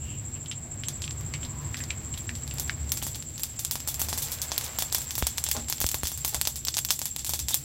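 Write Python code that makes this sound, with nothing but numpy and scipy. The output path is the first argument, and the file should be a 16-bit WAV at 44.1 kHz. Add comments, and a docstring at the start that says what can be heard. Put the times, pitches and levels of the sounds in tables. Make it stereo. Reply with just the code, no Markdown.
"""Mustard seeds bursting in hot oil

Over a rumbling gas flame, shaped noise seethes in a steel wok; first a few dull resonant bubbles are heard,
then a dense sharp crackle: every seed is a ragged pulse with a thud, an echo off the wok and a short spray.
A few flying drops tap the microphone as decaying pulses with a slow swing. Behind it a cricket, pulsed
narrow-band noise, trills without a pause, and the cookware is knocked lightly twice, ringing as damped modes."""
import sys
import numpy as np
from scipy import signal
from scipy.fft import rfft, irfft, next_fast_len
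from scipy.io import wavfile
from scipy.ndimage import uniform_filter1d

SR = 44100
rng = np.random.default_rng(int(sys.argv[2]) if len(sys.argv) > 2 else 0)


def dump_mix(stems):
    """Bounce the given channels to the path in sys.argv[1] as a 16-bit WAV at rate SR."""
    frames = np.atleast_2d(stems).T  # one column per channel
    limited = np.clip(frames, -1, 1)  # hard clip at full scale
    pcm = np.round(limited * 32767).astype(np.int16)
    wavfile.write(sys.argv[1], SR, pcm)


N = 336906
TIME = np.arange(N) / SR


def from_db(db):
    """Level law: decibels to amplitude gain."""
    return 10 ** (np.asarray(db) / 20)


def rms_one(x):
    """Normalisation of power: scale to rms 1."""
    return x / np.sqrt(np.mean(x ** 2) + 1e-20)


def curve(rows):
    """Linear interpolation of a (t/s, value) table at every sample."""
    s, values = np.transpose(rows)
    return np.interp(TIME, s, values)


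def at_hz(points, hz):
    """Interpolation of a (f/Hz, value) table on a log-frequency axis."""
    point_hz, values = np.transpose(points)
    return np.interp(np.log(hz + 1), np.log(point_hz), values)


def add(out, s, sound):
    """Superposition: mix a sound in at time s."""
    i = max(round(s * SR), 0)
    out[..., i:i + sound.shape[-1]] += sound[..., :max(N - i, 0)]


def seconds(length_s_divisor):
    """Time axis of a short event lasting 1 / divisor s."""
    return np.arange(SR // length_s_divisor) / SR


def pan(left_db):
    """Intensity stereophony: two channel gains at equal power, the left stronger by left_db."""
    return rms_one(from_db([[left_db / 2], [-left_db / 2]]))


def drift(rate_hz):
    """Low-pass noise: slow chance fluctuation with spread 1, drawn at every 40th sample."""
    r = np.exp(-80 * np.pi * rate_hz / SR)
    white = rng.standard_normal(N // 40 + 2002)
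    slow = signal.lfilter([1], [1, -2 * r, r * r], white)[2000:]   # skip the filter's start
    return np.interp(np.arange(N) / 40, np.arange(len(slow)), rms_one(slow))


def colour(x, spectrum):
    """Minimum-phase filtering: a causal response with the given spectrum, found by folding the cepstrum."""
    size = next_fast_len(N + SR // 2, real=True) // 2 * 2
    gain = from_db(at_hz(spectrum, np.fft.rfftfreq(size, 1 / SR)))
    cepstrum = irfft(np.log(gain), size)
    cepstrum[1:size // 2] *= 2
    cepstrum[size // 2 + 1:] = 0
    return irfft(rfft(x, size) * np.exp(rfft(cepstrum)), size)[..., :N]


# correlation of the two channels in the steady sounds: f/Hz, correlation (-1 to 1)
CHANNEL_CORRELATION = [(60, 0.75), (130, 0.94), (290, 0.81), (640, 0.32), (1400, -0.56), (3100, 0.33),
                       (7000, 0.057)]


def noise(spectrum):
    """Partial coherence: stereo noise of rms 1, mixed from mid and side to the correlation of each pitch."""
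    size = next_fast_len(N, real=True)
    hz = np.fft.rfftfreq(size, 1 / SR)
    mid, side = rfft(rng.standard_normal((2, size)))
    alike = np.clip(at_hz(CHANNEL_CORRELATION, hz), -1, 1)
    both = np.sqrt(1 + alike) * mid + np.sqrt(1 - alike) * side * [[1], [-1]]
    # soft skirts beyond the ends of the table
    upper_skirt = 1 / (1 + (hz / spectrum[-1][0] / 1.2) ** 6)
    lower_skirt = 1 / (1 + (spectrum[0][0] / 1.2 / (hz + 1)) ** 6)
    shape = upper_skirt * lower_skirt * from_db(at_hz(spectrum, hz))
    return rms_one(irfft(both * shape, size)[:, :N])


def resonate(x, hz, q):
    """Second-order resonance with gain 1 on top."""
    w = 2 * np.pi * min(hz, SR / 3) / SR
    a = np.sin(w) / (2 * q)
    return signal.lfilter([a, 0, -a], [1 + a, -2 * np.cos(w), 1 - a], x)


def low_pass(x, hz):
    """Second-order low-pass, kept below the Nyquist frequency."""
    return signal.lfilter(*signal.butter(2, min(hz, SR * .45), fs=SR), x)


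def unit_energy(x):
    """Normalisation of energy: scale a stereo event to a mean channel energy of 1."""
    return x / np.sqrt(np.sum(x ** 2) / 2)


def dying(t, first_s, linger_db, linger_s):
    """Double-slope decay: a quick one followed by the fainter, longer one of the kitchen."""
    return np.sqrt(np.exp(-2 * t / first_s) + from_db(2 * linger_db) * np.exp(-2 * t / linger_s))


def snap(t, snap_s=0.00011, scatter_db=-8.0, scatter_s=0.0018, own=0.8):
    """Impulsive source: a short ragged pressure pulse, later at the right port, then scattering in the bowl."""
    white = rng.standard_normal((5, len(t)))
    shell = (white[0] + own * white[1:3]) * np.exp(-t / snap_s)   # own: share private to each channel
    shell[:, 0] += 1.5   # the husk splits at once
    shell[1] = np.roll(shell[1], shift=2)
    scatter = white[3:] * np.exp(-t / scatter_s) / np.sqrt(scatter_s * SR / 2)
    return shell / np.linalg.norm(shell, axis=1, keepdims=True) + from_db(scatter_db) * scatter


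def burst(x, hz, q=1.0, crack_db=-20.0, reach=2.32):
    """Broad resonance around the pitch; the top treble grows as the fourth power of pitch. Energy 1."""
    body = low_pass(resonate(x, hz, q * np.sqrt(4000 / hz)), reach * hz)
    crack = from_db(crack_db) * (hz / 8000) ** 4 * resonate(x, 14000, 0.62)
    return unit_energy(body + crack)


# spectrum of the flame's rumble: f/Hz, relative level/dB per Hz
FLAME_SPECTRUM = [(20, -12), (32, -10), (45, -8.5), (60, -5), (85, -3), (100, 3.5), (122, -1), (143, 3.5),
                  (170, -11.5), (205, -11.5), (237, -7), (280, -15.5), (325, -11.5), (370, -18.5),
                  (450, -22.5), (620, -23.5)]
# boom of the gas flame under the wok: t/s, level/dB
BOOM_LEVEL = [(0,-34),(.28,-51),(.9,-50),(1.1,-41.5),(2.3,-42.5),(2.72,-39.5),(2.85,-32),(2.98,-47),(3.8,-49.5),(4.09,-36.5),(4.3,-47),(5.4,-45.5),(5.6,-36.5),(5.75,-50),(6.4,-43),(7.13,-51),(7.43,-36.5),(7.62,-55)]
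# rumble of the gas flame, before the common rumble gain: t/s, level/dB
RUMBLE_LEVEL = [(0,-41),(.85,-41),(1.3,-38.5),(2.7,-40.5),(3.08,-40),(3.45,-45.5),(3.8,-46),(4.28,-43),(4.4,-45.5),(7.05,-47.5),(7.64,-44.5)]


def flame(rumble_db=1.0, boom_hz=73, boom_q=8.3):
    """Turbulence noise, and a cavity resonance that swells and sinks in the gap under the wok."""
    rumble = from_db(curve(RUMBLE_LEVEL) + rumble_db) * noise(FLAME_SPECTRUM)
    swing = resonate(rng.standard_normal(N), boom_hz, boom_q)
    swing = rms_one(resonate(swing, boom_hz, boom_q / 3))
    power = uniform_filter1d(swing ** 2, size=SR // 8)
    boom = swing / np.sqrt(power + .05)   # evens out the chance swells
    return (rumble + from_db(curve(BOOM_LEVEL)) * boom) * pan(1.2)


# pulse rate of the cricket: t/s, rate/(pulses per s)
TRILL_RATE = [(0, 12.85), (.6, 13.2), (1.1, 12.7), (1.6, 12.5), (2.2, 13.3), (3.1, 12.9), (3.9, 13.42),
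              (5, 13.2), (6, 13.3), (6.8, 13.5), (7.6, 12.75)]
# narrow band of the cricket: f/Hz, relative level/dB per Hz
CRICKET_SPECTRUM = [(6000, -32), (6850, -22.5), (7200, -2), (7410, -0.5), (7580, 6.5), (7760, -4),
                    (8050, -12), (8900, -42)]


def cricket(level_db=-39.5, depth_db=5.0):
    """Amplitude modulation: a high pulsed trill of uneven strength, smeared by the walls into a narrow band."""
    turns = np.cumsum(curve(TRILL_RATE)) / SR - .45
    uneven_db = .9 * drift(6)
    pulse_db = depth_db * np.cos(2 * np.pi * turns)
    return from_db(level_db + uneven_db + pulse_db) * noise(CRICKET_SPECTRUM) * pan(-0.8)


def crackle(per_s, spread_db):
    """Poisson-like impulse noise: countless tiny bubbles collapse at random; rms 1."""
    sizes = from_db(spread_db * np.minimum(rng.exponential(1, N), 4))
    happens = rng.random(N) < per_s / SR
    return rms_one(sizes * happens * rng.standard_normal((2, N)))


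# colours of the frying oil, middle range and top: f/Hz, relative level/dB per Hz
SEETHE_SPECTRUM = [(250, -11), (450, 5.5), (800, 7.5), (1400, 6.5), (2200, 4.5), (3400, -6), (5500, -17.5),
                   (9000, -20)]
FIZZ_SPECTRUM = [(1500, -5), (3300, 1), (5200, 0.5), (7000, 1), (9500, -12), (12000, -1), (14500, -1),
                 (16000, -3)]
# strength of the seething and of the fizz, before the random flicker: t/s, level/dB
SEETHE_LEVEL = [(0,-53.5),(1.1,-51.5),(2,-48.5),(2.35,-52),(2.65,-47.5),(3.3,-56),(3.8,-52.5),(4.1,-46),(4.7,-44.5),(5.1,-50),(6.3,-55.5),(7.3,-64),(7.64,-55.5)]
FIZZ_LEVEL = [(0,-53),(.7,-57.5),(1.1,-53),(2.6,-51),(3.3,-52),(3.8,-50.5),(4.15,-46.5),(4.65,-44.5),(5.35,-50),(6.3,-47.5),(6.65,-53),(7.1,-53.5),(7.64,-51)]


def oil():
    """Summed random collapses: the foam seethes in the middle and fizzes on top, partly as single grains."""
    seethe_grains = rms_one(colour(crackle(900, 2.4), SEETHE_SPECTRUM))
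    fizz_grains = rms_one(colour(crackle(500, 3.9), FIZZ_SPECTRUM))
    seethe = noise(SEETHE_SPECTRUM) + from_db(-9.5) * seethe_grains
    fizz = noise(FIZZ_SPECTRUM) + from_db(-6.5) * fizz_grains
    flicker_db = drift(14)   # shared by both
    seethe *= from_db(curve(SEETHE_LEVEL) + flicker_db) * pan(3.5)
    fizz *= from_db(curve(FIZZ_LEVEL) + flicker_db) * pan(1.5)
    return seethe + fizz


# steam squeezing out of the foam: middle t/s, half length/s, f/Hz, level/dB
STEAM_SPURTS = [(0.11, 0.089, 2830, -48.5), (0.366, 0.019, 2850, -50), (.68, 0.091, 675, -54.5),
                (1.3, 0.4, 1175, -57.5), (1.6, 0.11, 1010, -49), (1.815, 0.033, 1850, -48),
                (1.05, .025, 4600, -49), (2.102, 0.1, 1080, -58), (5.469, 0.013, 3350, -35.5),
                (7.537, 0.013, 3700, -30)]


def spurts(q=5.9):
    """Resonant jet noise: soft, narrow hisses under a Gaussian swell."""
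    out, t = np.zeros((2, N)), seconds(2)
    for s, half_s, hz, level_db in STEAM_SPURTS:
        start = max(s - .25, 0)
        hiss = resonate(rng.standard_normal((2, len(t))), hz, q)
        hiss = rms_one(resonate(hiss, hz, q / 2))
        swell = np.exp(-((t + start - s) / half_s) ** 2)
        add(out, start, from_db(level_db) * hiss * swell)
    return out * pan(6.0)


def ticks(level_db=-10.0, spread_db=2.5, hz=6500):
    """Random thinning: faint ticks of tiny bubbles and droplets, more frequent and louder with harder fizz."""
    out, t = np.zeros((2, N)), seconds(100)
    fizz_re_db = curve(FIZZ_LEVEL) + 48   # relative to -48 dB
    for when, keep, size, pitch, side in rng.random((420, 5)):
        heat_db = fizz_re_db[int(when * N)]
        if keep < .6 * from_db(heat_db):
            gain = from_db(level_db + 2.2 * heat_db + spread_db * 2 * (size - 2.5))
            tick = burst(snap(t), hz * 2 ** (pitch - .5))   # within half an octave either way
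            add(out, when * N / SR, gain * tick * pan(10 * side))
    return out


# modes of the cookware: f/Hz, relative level/dB, t60/s
COOKWARE_MODES = [(105, -8.5, .15), (234, -1, 0.35), (300, -9, 0.17), (356, -13, 0.088), (426, -3, 0.19),
                  (505, -5, .1), (608, -5.5, 0.15), (724, -18, 0.11), (816, -0.5, 0.25), (910, -10, .1),
                  (1066, -5, 0.088), (1260, -13, .07)]
# knocks on the cookware: t/s, relative level/dB, pitch stressed most f/Hz
COOKWARE_KNOCKS = [(5.548, -37, 690), (5.561, -35, 597), (5.574, -38.5, 300), (5.587, -40.5, 200),
                   (6.325, -43, 800), (6.347, -38, 800)]


def knocks(focus_db=3.5):
    """Modal excitation: soft knocks rattle the cookware and ring its modes, most those near the stressed pitch."""
    out, t = np.zeros((2, N)), seconds(2)
    for s, level_db, stress_hz in COOKWARE_KNOCKS:
        rattle = rms_one(resonate(rng.standard_normal((2, len(t))), stress_hz, 0.82))
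        add(out, s, from_db(level_db) * rattle * np.exp(-t / 0.022))
        for hz, mode_db, t60 in COOKWARE_MODES:
            away_db = focus_db * np.log2(hz / stress_hz) ** 2   # loss by distance in octaves
            tone = np.sin(2 * np.pi * hz * t + rng.normal(0, 1.0, (2, 1)))
            envelope = np.exp(-np.log(1000) * t / t60) * (1 - np.exp(-t / 0.0008))
            add(out, s, from_db(level_db + mode_db - away_db) * tone * envelope)
    return out * pan(2.4)


# large steam bubbles in the foam: t/s, relative level/dB, lower pitch f/Hz
STEAM_BUBBLES = [(0.46,-14.5,3020),(.514,-4.5,2980),(0.836,-7,3000),(1.041,-10,3250),(1.0782,-11.5,2600),(1.3385,-4,2230),(1.431,-11.5,3000),(1.45,-13.5,3860),(1.744,-8,1880),(1.805,-12.5,1900),(1.9057,-2,2400),(2.14,-12.5,2920),(2.1759,-11,3340),(2.2923,-6,1800),(2.511,-9.5,2670),(2.6956,-.5,1650),(3.0184,-12.5,3070)]


def bubbles(level_db=1.5, second_db=1.0, tick_db=-7.5, room_db=-27.5, muffle_hz=10000, second_ratio=1.32):
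    """Bubble resonance: a large bubble rings for a few cycles at two pitches, and the kitchen answers."""
    out, t = np.zeros((2, N)), seconds(6)
    q = 7.5
    for s, size_db, hz in STEAM_BUBBLES:
        second_hz = second_ratio * hz
        answer = rng.standard_normal((2, len(t))) * dying(t, first_s=0.015, linger_db=-22.0, linger_s=0.044)
        push = snap(t, snap_s=.00005, scatter_db=-8.5) + from_db(room_db) * answer
        ring = resonate(push, hz, q)
        ring -= from_db(second_db) * resonate(push, second_hz, q)
        ring += from_db(tick_db) * resonate(push, 5300, 0.37)
        ring = resonate(ring, np.sqrt(hz * second_hz), 0.63)
        ring = low_pass(ring, muffle_hz)   # the foam muffles the top
        add(out, s, from_db(size_db + level_db) * unit_energy(ring))
    return out * pan(5.3)


# oil drops landing on the microphone: t/s, relative tap level/dB
MICROPHONE_DROPS = [(5.225,-6),(5.815,-18),(5.843,-8),(5.9438,-16),(6.0337,-11),(6.3469,-16)]


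def drops(tap_s=0.00011, swing_s=0.012, left_db=23.0, swing_hz=64.6, swing_db=-4.5, swing_growth=1.2):
    """Damped oscillation: a drop taps the left port and the diaphragm swings slowly, growing faster than the tap."""
    out, t = np.zeros(N), seconds(5)
    for s, tap_db in MICROPHONE_DROPS:
        tap = np.exp(-t / tap_s) - 0.27 * np.exp(-t / 0.0025)
        swing = np.sin(2 * np.pi * swing_hz * t) * np.exp(-t / swing_s)
        swing_gain = from_db(swing_db + swing_growth * tap_db)   # growth in dB per dB
        add(out, s, from_db(tap_db + 6.0) * tap + swing_gain * swing)
    return out * pan(left_db)


# heating of the oil: t/s, share of the full burst rate (0 to 1)
OIL_HEAT = [(1, .15), (2.2, 0.56), (4, 1)]


def small_pops(full_per_s=5, level_db=-8.5, spread_db=2.5, cool_db=-6, hz=7200, thud_db=-23, spray_db=-28.5):
    """Random thinning: lesser bursts, more frequent and stronger with heat; rows like those of SEED_POPS."""
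    rows, chances_per_s = [], 20
    for when, keep, size, pitch in rng.random((chances_per_s * N // SR, 4)):
        s = when * N / SR
        heat = np.interp(s, *np.transpose(OIL_HEAT))
        if keep < heat * full_per_s / chances_per_s:
            pop_db = level_db + cool_db * (1 - heat) + spread_db * (2 * size - 1)
            rows.append((s, pop_db, hz * 2 ** (pitch - .5), thud_db, pop_db + spray_db))
    return rows


# the seeds that burst loudest:
# t/s, relative level/dB, f/Hz, thud re that level/dB, relative spray level/dB
SEED_POPS = [(.885,4,5900,-42.5,-31),(1.02,-5,4700,-27,-34),(1.041,-16,5160,-27,-38),(1.109,-9,5340,-16,-43),(1.2098,-13,7540,-23,-57),(1.7704,-7,5000,-22,-34),(1.8382,-6.5,5100,-11,-41),(2.3532,-13,5900,-22,-37),(2.4776,-7.5,6500,-18,-41),(2.5844,-3,5600,-14,-38),(2.5979,3,9800,-13.5,-24.5),
             (2.9196,10.5,9500,-29,-22.5),(2.9742,-1.5,8100,-16,-30.5),(3.026,-3,8900,-6.5,-23.5),(3.0674,-2,8200,-8.5,-26.5),(3.1469,-7,4750,-27,-36),(3.1583,-6,8600,-27,-40),(3.2248,-10,6200,-29,-42),(3.3959,-9,9700,-13,-33),(3.4343,6,7960,-19,-26.5),(3.5935,1,9500,-21,-27),(3.6493,8,7200,-36,-29),(3.7115,6.5,9700,-17,-21.5),(3.7558,2.5,6430,-8.5,-31),(3.8034,-5,6900,-15,-38),(3.8755,4,9000,-17,-23.5),(3.8865,4,10000,-18,-24.5),(3.9435,-2.5,8800,-29,-37),(3.995,3,10700,-13.5,-21),
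             (4.0167,8.5,9300,-18,-22.5),(4.0864,2,7700,-8.5,-24),(4.1291,-1,6800,-0.5,-24.5),(4.1764,3,8800,-11.5,-21),(4.2206,-6,8800,-29,-19.5),(4.3183,.5,8750,-27,-23),(4.4176,6,8700,-28,-23),(4.5183,1,5800,-4,-25.5),(4.5794,11,8060,-22,-26),(4.6119,-1.5,6570,-16,-29),(4.6432,-3.5,7700,-29,-27),(4.7875,6,8250,-10,-22),(4.8042,-5,6800,-25,-27),(4.8232,9.5,9250,-10.5,-26),(4.9255,5.5,8900,-16,-24),(4.9475,13.5,6700,-17,-19.5),(4.9837,3,8300,-14,-32),
             (5.0169,-3,8900,-32,-30),(5.1078,1,7200,-31,-28),(5.154,2.5,8900,-21,-31),(5.1805,3,10300,-9.5,-21),(5.2251,-5,4400,-24,-30.5),(5.2688,13,7200,-19,-23),(5.3756,-3.5,8090,-24,-32),(5.382,7,8100,-33,-30),(5.44,8,8700,-25,-28),(5.4656,-3.5,4330,-19,-30.5),(5.4886,3,8600,-16,-28),(5.514,12.5,8300,-25,-21),(5.5666,-3,5740,-13,-29),(5.6851,-2,5470,-27,-29),(5.6996,6.5,9800,-12.5,-25.5),(5.7255,5,7100,-23,-27),(5.8033,3.5,9500,-23,-24),(5.815,8,8200,-17,-20.5),(5.8655,7.5,8300,-22,-27),(5.8898,8,7540,-34,-29),(5.9155,5,10360,-28,-29),(5.9442,8,8700,-8.5,-25),
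             (6.0336,2,7500,-33,-25),(6.0545,-1,5930,-16,-27.5),(6.0711,3,8700,-21,-22.5),(6.118,-3.5,8300,-13,-29),(6.1758,-2.5,8900,-25,-32),(6.2484,9.5,9800,-13,-20.5),(6.2789,2.5,9600,-18,-24.5),(6.3455,6,6900,-8.5,-24),(6.4136,11,8100,-25,-25),(6.4532,1,5800,-16,-29),(6.4732,10.5,8700,-12.5,-22.5),(6.5578,-2,8100,-22,-27),(6.6508,5,9700,-34,-44),(6.6711,-1,7900,-13,-27),(6.6842,7,5640,-36,-29),(6.7419,0,6800,-25,-28),(6.769,8,7360,-18,-22),(6.7825,5,8550,-21,-32),(6.789,6.5,8800,-37,-39),(6.8493,7.5,10600,-37,-29),(6.888,-3,5500,-19,-29),(6.9059,14.5,7850,-18,-17),(6.992,2.5,8000,-21,-32),
             (7.0168,2,8150,-11.5,-28),(7.0561,4.5,8800,-21,-25),(7.1632,3,8000,-19,-39),(7.184,-19,6560,-28,-28.5),(7.2469,2,8450,-21,-29),(7.2653,-2,8300,-29,-24),(7.2935,7,8750,-13.5,-22),(7.3362,5,7700,-10.5,-22),(7.3918,7.5,6900,-42,-24.5),(7.4848,5.5,7400,-25,-21),(7.508,-2.5,7900,-9,-24),(7.5435,13,9900,-25,-20)]
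# modes of the wok that the spray stirs: f/Hz, relative level/dB
SPRAY_MODES = [(602, 0), (811, -1), (985, -32), (3440, 6), (3635, -2), (4400, -5), (5878, -1.5)]
# wok and microphone colour on every burst: f/Hz, gain/dB
WOK_COLOUR = [(100, 9.5), (500, -3.5), (900, 0.5), (1300, -5), (2200, -4.5), (3400, -3.5), (5500, -2.5),
              (8000, -2), (9500, -5.5), (14500, 1), (16000, -3)]


def pops(snap_db=0.5, thud_db=-1.0, thud_hz=850, echo_s=0.0043, echo_db=-9.5, grain_db=2.5, modes_db=-4.0,
         mode_q=60, left_db=7.0, left_growth=0.28, left_scatter_db=2.5):
    """Impulse and reflection: a snap with a dull thud, an echo off the wok wall, then dying grainy spray."""
    hits, spray, t = np.zeros((2, N)), np.zeros((2, N)), seconds(5)
    spray_shape = dying(np.maximum(t - echo_s, 0), first_s=0.021, linger_db=-7.0, linger_s=0.039)
    spray_shape *= np.where(t > echo_s, .8, .45)
    thud = resonate((t == 0) * 1.0, thud_hz, 0.57) * np.ones((2, 1))
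    thud /= np.linalg.norm(thud[0])
    for s, level_db, hz, body_db, tail_db in list(SEED_POPS) + small_pops():
        # bursts lie to the left, the louder ones more so, scattered over the pan
        pop_left_db = left_db + left_growth * level_db + left_scatter_db * rng.normal()
        hit = from_db(level_db + snap_db) * burst(snap(t), hz) * pan(pop_left_db)
        boom = rms_one(resonate(rng.standard_normal((2, len(t))), thud_hz, 1.1))
        boom *= from_db(-34.0) * np.exp(-t / 0.019)
        add(hits, s, hit + from_db(level_db + body_db + thud_db) * (thud + boom) * pan(9.3))
        add(hits, s + echo_s * (1 + 0.11 * rng.normal()), from_db(echo_db) * hit)
        grain_sizes = np.repeat(rng.standard_normal(len(t)), 30)[:len(t)]   # each held for 30 samples
        grains = from_db(grain_db * grain_sizes) * rng.standard_normal((2, len(t)))
        droplets = rms_one(burst(grains, hz, q=0.97, crack_db=-45.0))
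        add(spray, s, from_db(tail_db) * droplets * spray_shape * pan(pop_left_db * 0.12))
    ringing = np.zeros((2, N))
    for hz, db in SPRAY_MODES:
        mode = resonate(spray, hz, mode_q * np.sqrt(hz / 3500))
        ringing += from_db(db + modes_db) * np.sqrt(9000 / hz) * mode
    return colour(hits + spray + ringing, WOK_COLOUR)


def scene():
    """Superposition of everything at the stove, from the background to the bursting seeds."""
    background = flame() + cricket() + oil()
    return background + spurts() + ticks() + knocks() + bubbles() + drops() + pops()


def record(dry, cutoff_hz=15900):
    """Soft saturation and low-pass: the sharpest peaks are rounded, the top is cut."""
    rounded = 1.05 * np.tanh(dry / 1.05)
    return signal.sosfilt(signal.ellip(10, .2, 80, cutoff_hz, fs=SR, output="sos"), rounded)


dry = scene()
out = record(dry)
dump_mix(out)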